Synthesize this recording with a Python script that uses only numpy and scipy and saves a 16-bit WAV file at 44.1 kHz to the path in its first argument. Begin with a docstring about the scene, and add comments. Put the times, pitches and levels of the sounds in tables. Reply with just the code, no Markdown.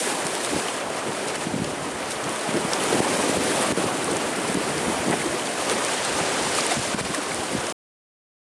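"""Choppy lake water washes a stone wall and rocks, with fizzing spray, bubbles, near drops and wind throughout.
Wash and spray are noise in drifting third-octave bands; bubbles, gulps and drops are short rings.
Wind on one small microphone adds low noise in gusts, ringing thumps and slow pressure pushes.
A limiter ducks the strongest peaks, above all the deepest pushes; the sound stops short into silence."""
import sys
import numpy as np
from scipy import signal
from scipy.io import wavfile

SR = 44100
rng = np.random.default_rng(int(sys.argv[2]) if len(sys.argv) > 2 else 0)


def master(y):
    """Save y as 16-bit WAV."""
    cut = np.clip(np.atleast_2d(y).T, -1, 1)
    pcm = np.round(cut * 32767)  # scale
    wavfile.write(sys.argv[1], SR, pcm.astype(np.int16))


N = 378819      # samples, about 8.6 s

# All levels stand ahead of the microphone and the limiter.
# swell of the water at the wall: t/s, wash level/dB, spray level/dB
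WATER_SWELL = [(0.0, -34.5, -27.5), (0.08, -27, -28), (0.2, -30, -32), (0.6, -29, -30), (0.88, -31, -36.5),
               (1.2, -30, -35), (1.5, -33, -36.5), (1.93, -31, -36.5), (2.66, -28.5, -32.5),
               (2.95, -25.5, -28), (3.25, -27, -28), (3.63, -25.5, -28), (3.96, -28.5, -32.5),
               (4.95, -28, -32), (5.5, -29.5, -32), (5.8, -27, -29.5), (6.45, -27.5, -28),
               (6.8, -29.5, -28), (7.1, -30.5, -33), (7.72, -31, -32.5)]
# wavelets slapping the rocks: t/s, change of wash level/dB, change of spray level/dB
SLAPS = [(0.99, 2, 3), (1.3, 3, 5), (1.36, 3, 4.5), (1.44, 1.5, 3.5), (2.12, -1, 3), (2.735, 1.5, 1.5),
         (3.07, 3, -5), (3.14, 0, 0.3), (4.45, 0.5, 0), (5.135, 6, -0.5), (5.72, 3, 4.5), (6.19, 1.5, 1),
         (6.6, 0, 5), (6.72, 5, 2.5), (6.985, 4.5, 1.5), (7.052, 2, 3.5), (7.151, 0.5, 5)]
# fineness of the spray: t/s, lift of its top octave level/dB
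SPRAY_FINENESS = [(0, 3.5), (1.2, 0), (3.5, 2), (5.3, 1.8), (6.2, -3.5), (7.72, 0.5)]
# colour of the wash: f/Hz, relative level per Hz/dB
WASH_SPECTRUM = [(200, -14), (350, -2.5), (550, 1), (800, -1.5), (1200, -4), (2000, -10.5), (2800, -12.5),
                 (4000, -33.5)]
# colour of the spray: f/Hz, relative level per Hz/dB
SPRAY_SPECTRUM = [(1500, 0), (2800, -1.5), (4000, -2.5), (6500, -5), (9000, -4.5), (12000, -8.5),
                  (15500, -3)]
# large bubbles and gulps between the rocks: t/s, peak level/dB, f/Hz
ROCK_GULPS = [(0.6852, -18, 2960), (2.7671, -20, 730), (2.8058, -21.5, 3047), (3.1999, -20.5, 1010),
              (4.0807, -19.5, 1110), (4.0905, -17, 460), (4.4514, -20, 998), (5.1287, -17.5, 1950),
              (5.1362, -13, 760), (5.2179, -19, 2200), (5.267, -20, 342), (5.345, -18, 364),
              (5.7275, -20.5, 1268), (6.2005, -18.5, 670), (6.5881, -15, 1220), (6.6584, -23, 921),
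              (6.7202, -14.5, 715), (6.9367, -21, 1487), (6.9927, -19, 474), (7.1431, -20, 1060),
              (7.1476, -19, 1900), (7.185, -23, 304), (7.3187, -18, 2215), (7.432, -22.5, 790)]
# drops ticking on stone and water close by: t/s, peak level/dB, f/Hz
NEAR_DROPS = [(0.0579, -26, 8816), (0.2679, -14.5, 8384), (1.2849, -19, 6794), (1.3567, -21, 5563),
              (1.6451, -17.5, 5040), (2.1194, -17.5, 3700), (2.2415, -19, 6590), (2.294, -20, 8900),
              (2.394, -18, 11500), (2.7346, -8, 5160), (2.8386, -12, 9326), (4.0445, -12, 9450),
              (4.1326, -20, 8259), (4.1687, -14, 7303), (4.418, -21, 8926), (4.5448, -15, 8800),
              (4.7803, -18, 5329), (5.8495, -13, 8463), (6.0498, -14.5, 8659), (6.5518, -12, 7455),
              (6.5834, -16, 7723), (6.6079, -15.5, 4846), (6.6661, -9, 9081), (7.1477, -13.5, 8140),
              (7.3459, -12, 9600), (7.6689, -20, 5303), (7.6994, -20, 5700)]
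# steady wind on the microphone: t/s, buffeting level/dB, rumble level/dB
STEADY_WIND = [(0.0, -34.5, -39.5), (0.45, -38, -45), (1.3, -35, -37), (1.7, -33, -27), (2.4, -40, -38.5),
               (2.9, -28.5, -33), (3.5, -28, -39), (4.0, -31, -33), (4.8, -31.5, -28.5), (5.45, -33.5, -41),
               (6.0, -38, -35), (6.4, -32, -26.5), (6.9, -36.5, -40), (7.2, -34.5, -33), (7.72, -37, -40)]
# gusts on the microphone: t/s, buffeting level/dB, rumble level/dB, rise and fall to 1/e each/s
WIND_GUSTS = [(0.26, -46, -38, 0.041), (0.554, -25, -26, 0.057), (1.09, -31, -35, .04),
              (1.57, -30, -27, 0.081), (1.96, -46, -37, 0.074), (2.286, -29.5, -41, 0.049),
              (2.56, -23, -28, 0.046), (2.957, -25.5, -30, 0.044), (3.39, -27, -31, 0.06),
              (3.732, -21, -36, 0.014), (4.138, -32, -29, 0.045), (4.557, -31, -26, 0.031),
              (4.896, -33, -18, 0.041), (5.105, -26, -26, 0.066), (5.307, -30.5, -38, 0.068),
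              (5.723, -32, -36, 0.068), (6.766, -39, -27, 0.051), (7.004, -38, -20.5, 0.097),
              (7.54, -33, -19.5, 0.05)]
# eddies thumping the microphone: t/s, peak level/dB, f/Hz
EDDY_THUMPS = [(0.255, -21, 150), (0.5348, -14, 313), (0.554, -18, 342), (1.0944, -24, 140),
               (1.4704, -14.5, 227), (1.5412, -14.5, 230), (1.5615, -15, 170), (1.6, -17, 200),
               (1.6201, -14, 180), (2.4914, -16, 212), (2.5441, -12, 280), (2.5663, -16, 284),
               (2.65, -17, 170), (2.9291, -8, 446), (2.9463, -10, 307), (3.0046, -8.5, 274),
               (3.2971, -11, 282), (3.3652, -16, 392), (3.3724, -8.5, 335), (3.7075, -14, 260),
               (3.7245, -10, 288), (3.7754, -11, 335), (3.786, -14, 380), (3.842, -14, 350),
               (4.499, -16, 205), (4.5533, -14, 232), (4.572, -10.5, 260), (4.882, -15, 230),
               (4.9015, -16, 297), (5.0834, -11, 293), (5.0997, -15, 200), (5.112, -18, 290),
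               (6.7693, -16, 159), (6.7808, -16, 198), (6.9474, -11.5, 188), (7.01, -28, 199),
               (7.105, -19, 160), (7.5515, -14.5, 236)]
# slow pressure pushes of the gusts: t/s, peak level/dB
PRESSURE_PUSHES = [(3.004, -12), (3.372, -12), (3.725, -4), (4.556, -13), (6.772, -10.5), (6.949, -5),
                   (7.013, -6.5)]
# colour of the buffeting: f/Hz, relative level per Hz/dB
BUFFET_SPECTRUM = [(80, -4), (160, -6), (300, 0), (450, -6.5), (800, -17)]
# colour of the deep rumble: f/Hz, relative level per Hz/dB
RUMBLE_SPECTRUM = [(20, -10), (60, 5), (100, -8), (200, -12.5)]

SLAP_RISE_S, SLAP_FALL_S = 0.03, 0.0097     # to 1/e
GULP_CYCLES, DROP_CYCLES, THUMP_CYCLES = 6.2, 3.7, 0.85     # width of each ring at half height
PORT_HZ, PORT_WIDTH_HZ, PORT_DB = 9520, 1530, 2     # resonance of the microphone port
ROLL_OFF_HZ = 9560      # the microphone falls steeply above this
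STOP_S, CUTOFF_HZ = 7.7255, 15050       # end of the sound, top of the final band


def water():
    """Wash, bubbles and spray swell together with the slaps; the nearest gulps and drops ring on top."""
    slaps = sum(np.outer(db, hump(s, SLAP_RISE_S, SLAP_FALL_S)) for s, *db in SLAPS)
    wash_db, spray_db = in_time(WATER_SWELL) + slaps
    foam = bubbles(per_s=250, cycles=32, low_hz=375.0, high_hz=3400)
    body = wash() + from_db(-7.5) * foam
    return from_db(wash_db) * body + from_db(spray_db) * spray() + gulps() + drops()


def wash():
    """The broad rush of water on stone: noise whose bands flicker together and singly; rms 1."""
    return banded(rng.standard_normal((2, N)), WASH_SPECTRUM, shared_db=0.47, own_db=1.2, rate_hz=11)


def spray():
    """Fizz of noise and droplet clicks; finer drops hiss higher, so fineness lifts the top."""
    droplets = grainy(per_s=93, spread_db=6.0, share=0.15)
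    fizz = banded(droplets, SPRAY_SPECTRUM, shared_db=0.82, own_db=1.0, rate_hz=35)
    top = signal.sosfilt(signal.butter(2, 7000, "high", fs=SR, output="sos"), fizz)
    lift = from_db(in_time(SPRAY_FINENESS)[0])
    return fizz + (lift - 1) * top


def bubbles(per_s, cycles, low_hz, high_hz):
    """Small bubbles born at random ring at 20 pitches, falling 60 dB in the given cycles; rms 1."""
    sizes = from_db(3.2 * np.minimum(rng.exponential(1, N), 5)) * rng.choice([-1, 1], N)
    born = rng.random(N) < per_s / SR
    pitch_index = rng.integers(0, 20, N)
    out = 0
    for k, hz in enumerate(np.geomspace(low_hz, high_hz, 20)):
        r = from_db(-60 * hz / (cycles * SR))
        w = 2 * np.pi * hz / SR
        strikes = sizes * born * (pitch_index == k) + 1e-18
        out = out + signal.lfilter([0, np.sin(w)], [1, -2 * r * np.cos(w), r * r], strikes)
    return rms_one(out)


def gulps():
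    """Large bubbles between the rocks: several cycles of ringing in a weak flurry."""
    return bursts(ROCK_GULPS, GULP_CYCLES, skirt_db=-13, skirt_width=1.7)


def drops():
    """Drops close by: brief high rings in a strong flurry lasting more cycles than the gulps'."""
    return bursts(NEAR_DROPS, DROP_CYCLES, skirt_db=-5.5, skirt_width=4.1)


def wind():
    """Air moving over the microphone: buffeting and rumble in gusts, thumps and pressure pushes."""
    buffet = banded(rng.standard_normal((2, N)), BUFFET_SPECTRUM, shared_db=0.5, own_db=1.5, rate_hz=19.0)
    rumble = banded(rng.standard_normal((2, N)), RUMBLE_SPECTRUM, shared_db=5.0, own_db=2.0, rate_hz=18)
    steady = from_db(in_time(STEADY_WIND))
    gusts = sum(np.outer(from_db(db), hump(s, length_s, length_s)) for s, *db, length_s in WIND_GUSTS)
    buffet_gain, rumble_gain = np.hypot(steady, gusts)      # powers add
    return buffet_gain * buffet + rumble_gain * rumble + thumps() + pushes()


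def thumps():
    """Eddies striking the microphone: less than a cycle of low ringing in a faint flurry."""
    return bursts(EDDY_THUMPS, THUMP_CYCLES, skirt_db=-27, skirt_width=4.0)


def pushes(rise_s=0.0039, fall_s=0.029):
    """One-sided pressure on the diaphragm, with a quick rise and slower fall (each to 1/e)."""
    return sum(from_db(peak_db) * hump(s, rise_s, fall_s) for s, peak_db in PRESSURE_PUSHES)


def microphone(x):
    """The port resonance lifts a band near the top, then the response falls away."""
    r = np.exp(-np.pi * PORT_WIDTH_HZ / SR)
    feed = (1 - r * r) / 2 * np.array([1, 0, -1])
    back = [1, -2 * r * np.cos(2 * np.pi * PORT_HZ / SR), r * r]
    lifted = x + from_db(PORT_DB) * signal.lfilter(feed, back, x)
    return signal.sosfilt(signal.butter(5, ROLL_OFF_HZ, fs=SR, output="sos"), lifted)


def banded(source, spectrum, shared_db, own_db, rate_hz):
    """Third-octave bands of a source, each with its level, a shared swell and its own flicker; rms 1."""
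    hz_low, hz_high = spectrum[0][0], min(spectrum[-1][0], .45 * SR)
    edges = hz_low * 2 ** np.arange(0, np.log2(hz_high / hz_low) + .2, 1 / 3)
    out, together = 0, drift(rate_hz)
    for k, (low, high) in enumerate(zip(edges, edges[1:])):
        band_filter = signal.butter(2, [low, high], "band", fs=SR, output="sos")
        band = signal.sosfilt(band_filter, source[k % 2])       # neighbours use different draws
        level_db = at_hz(spectrum, np.sqrt(low * high))
        out = out + from_db(level_db + shared_db * together + own_db * drift(rate_hz)) * band
    return rms_one(out)


def grainy(per_s, spread_db, share):
    """Two white noises over one clustered scatter of uneven clicks; share is the clicks' part of the power."""
    sizes = from_db(spread_db * np.minimum(rng.exponential(1, N), 4.5)) * rng.choice([-1, 1], N)
    density = per_s * from_db(5.0 * drift(4.0)) / SR
    clicks = rms_one(sizes * (rng.random(N) < density))
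    share = np.clip(share, 0, 1)
    return np.sqrt(share) * clicks + np.sqrt(1 - share) * rng.standard_normal((2, N))


def bursts(table, cycles, skirt_db, skirt_width):
    """Each row is a bell-shaped ring inside a longer, weaker flurry of noise around its pitch."""
    out, t = np.zeros(N), np.arange(-2000, 2000) / SR
    noise = rng.standard_normal((len(table), len(t)))
    phase = rng.uniform(0, 2 * np.pi, len(table))
    for (s, peak_db, hz), hiss, start in zip(table, noise, phase):
        bell = lambda turns: .5 ** ((2 * t * hz / turns) ** 2)
        edges = [hz / 2.14, min(hz * 1.76, .45 * SR)]
        flurry = rms_one(signal.sosfilt(signal.butter(2, edges, "band", fs=SR, output="sos"), hiss))
        ring = bell(cycles) * np.cos(2 * np.pi * hz * t + start)
        shape = ring + from_db(skirt_db) * bell(skirt_width * cycles) * flurry
        first = round(s * SR) - 2000
        out[first:][:len(t)] += from_db(peak_db) * shape / np.abs(shape).max()
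    return out


def drift(rate_hz):
    """Slow chance: noise through a double one-pole low-pass, worked at SR / 20; rms 1."""
    r = np.exp(-40 * np.pi * rate_hz / SR)
    noise = rng.standard_normal(N // 20 + 2002)
    slow = signal.lfilter([1], [1, -2 * r, r * r], noise)[2000:]      # past the filter's start
    return np.interp(np.arange(N) / 20, np.arange(len(slow)), rms_one(slow))


def hump(s, rise_s, fall_s):
    """A bell in time of height 1 at s, with its own rise and fall."""
    t = np.arange(N) / SR
    return np.exp(-((t - s) / np.where(t < s, rise_s, fall_s)) ** 2)


def in_time(rows):
    """Curve columns at every sample."""
    s, *columns = np.transpose(rows)
    return [np.interp(np.arange(N) / SR, s, c) for c in columns]


def at_hz(points, hz):
    """A spectrum read on a log-frequency axis."""
    point_hz, point_db = np.array(points).T
    return np.interp(np.log(hz), np.log(point_hz), point_db)


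def from_db(db):
    """Gain of a level in dB."""
    return 10 ** (np.asarray(db) / 20)


def rms_one(x):
    """Scaled to rms 1."""
    return x / np.sqrt(np.mean(x ** 2) + 1e-20)


def scene():
    """Water and wind at one point, the same in both channels."""
    return np.tile(water() + wind(), (2, 1))


def record(dry, limit_db=-12.5, release_db_s=260, attack_s=0.0012, bass_cut_hz=140):
    """A limiter acts on the full pressure, then the bass is cut, the sound stops and the top is cut."""
    heard = microphone(dry)
    r = np.exp(-1 / (attack_s * SR))
    smooth = lambda x: signal.lfilter([1 - r], [1, -r], x)
    power_db = 10 * np.log10(smooth(heard[0] ** 2) + 1e-12)
    over = np.maximum(power_db - limit_db, 0)
    ramp = release_db_s * np.arange(N) / SR
    held = np.maximum.accumulate(over + ramp) - ramp      # falls back at a steady dB rate
    limited = heard * from_db(-smooth(held))
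    cut = signal.sosfilt(signal.butter(3, bass_cut_hz, "high", fs=SR, output="sos"), limited)
    cut = cut * np.clip((STOP_S - np.arange(N) / SR) * 1000, 0, 1)      # 1 ms fade to the stop
    return signal.sosfilt(signal.ellip(12, .5, 70, CUTOFF_HZ, fs=SR, output="sos"), cut)


dry = scene()
out = record(dry)
master(out)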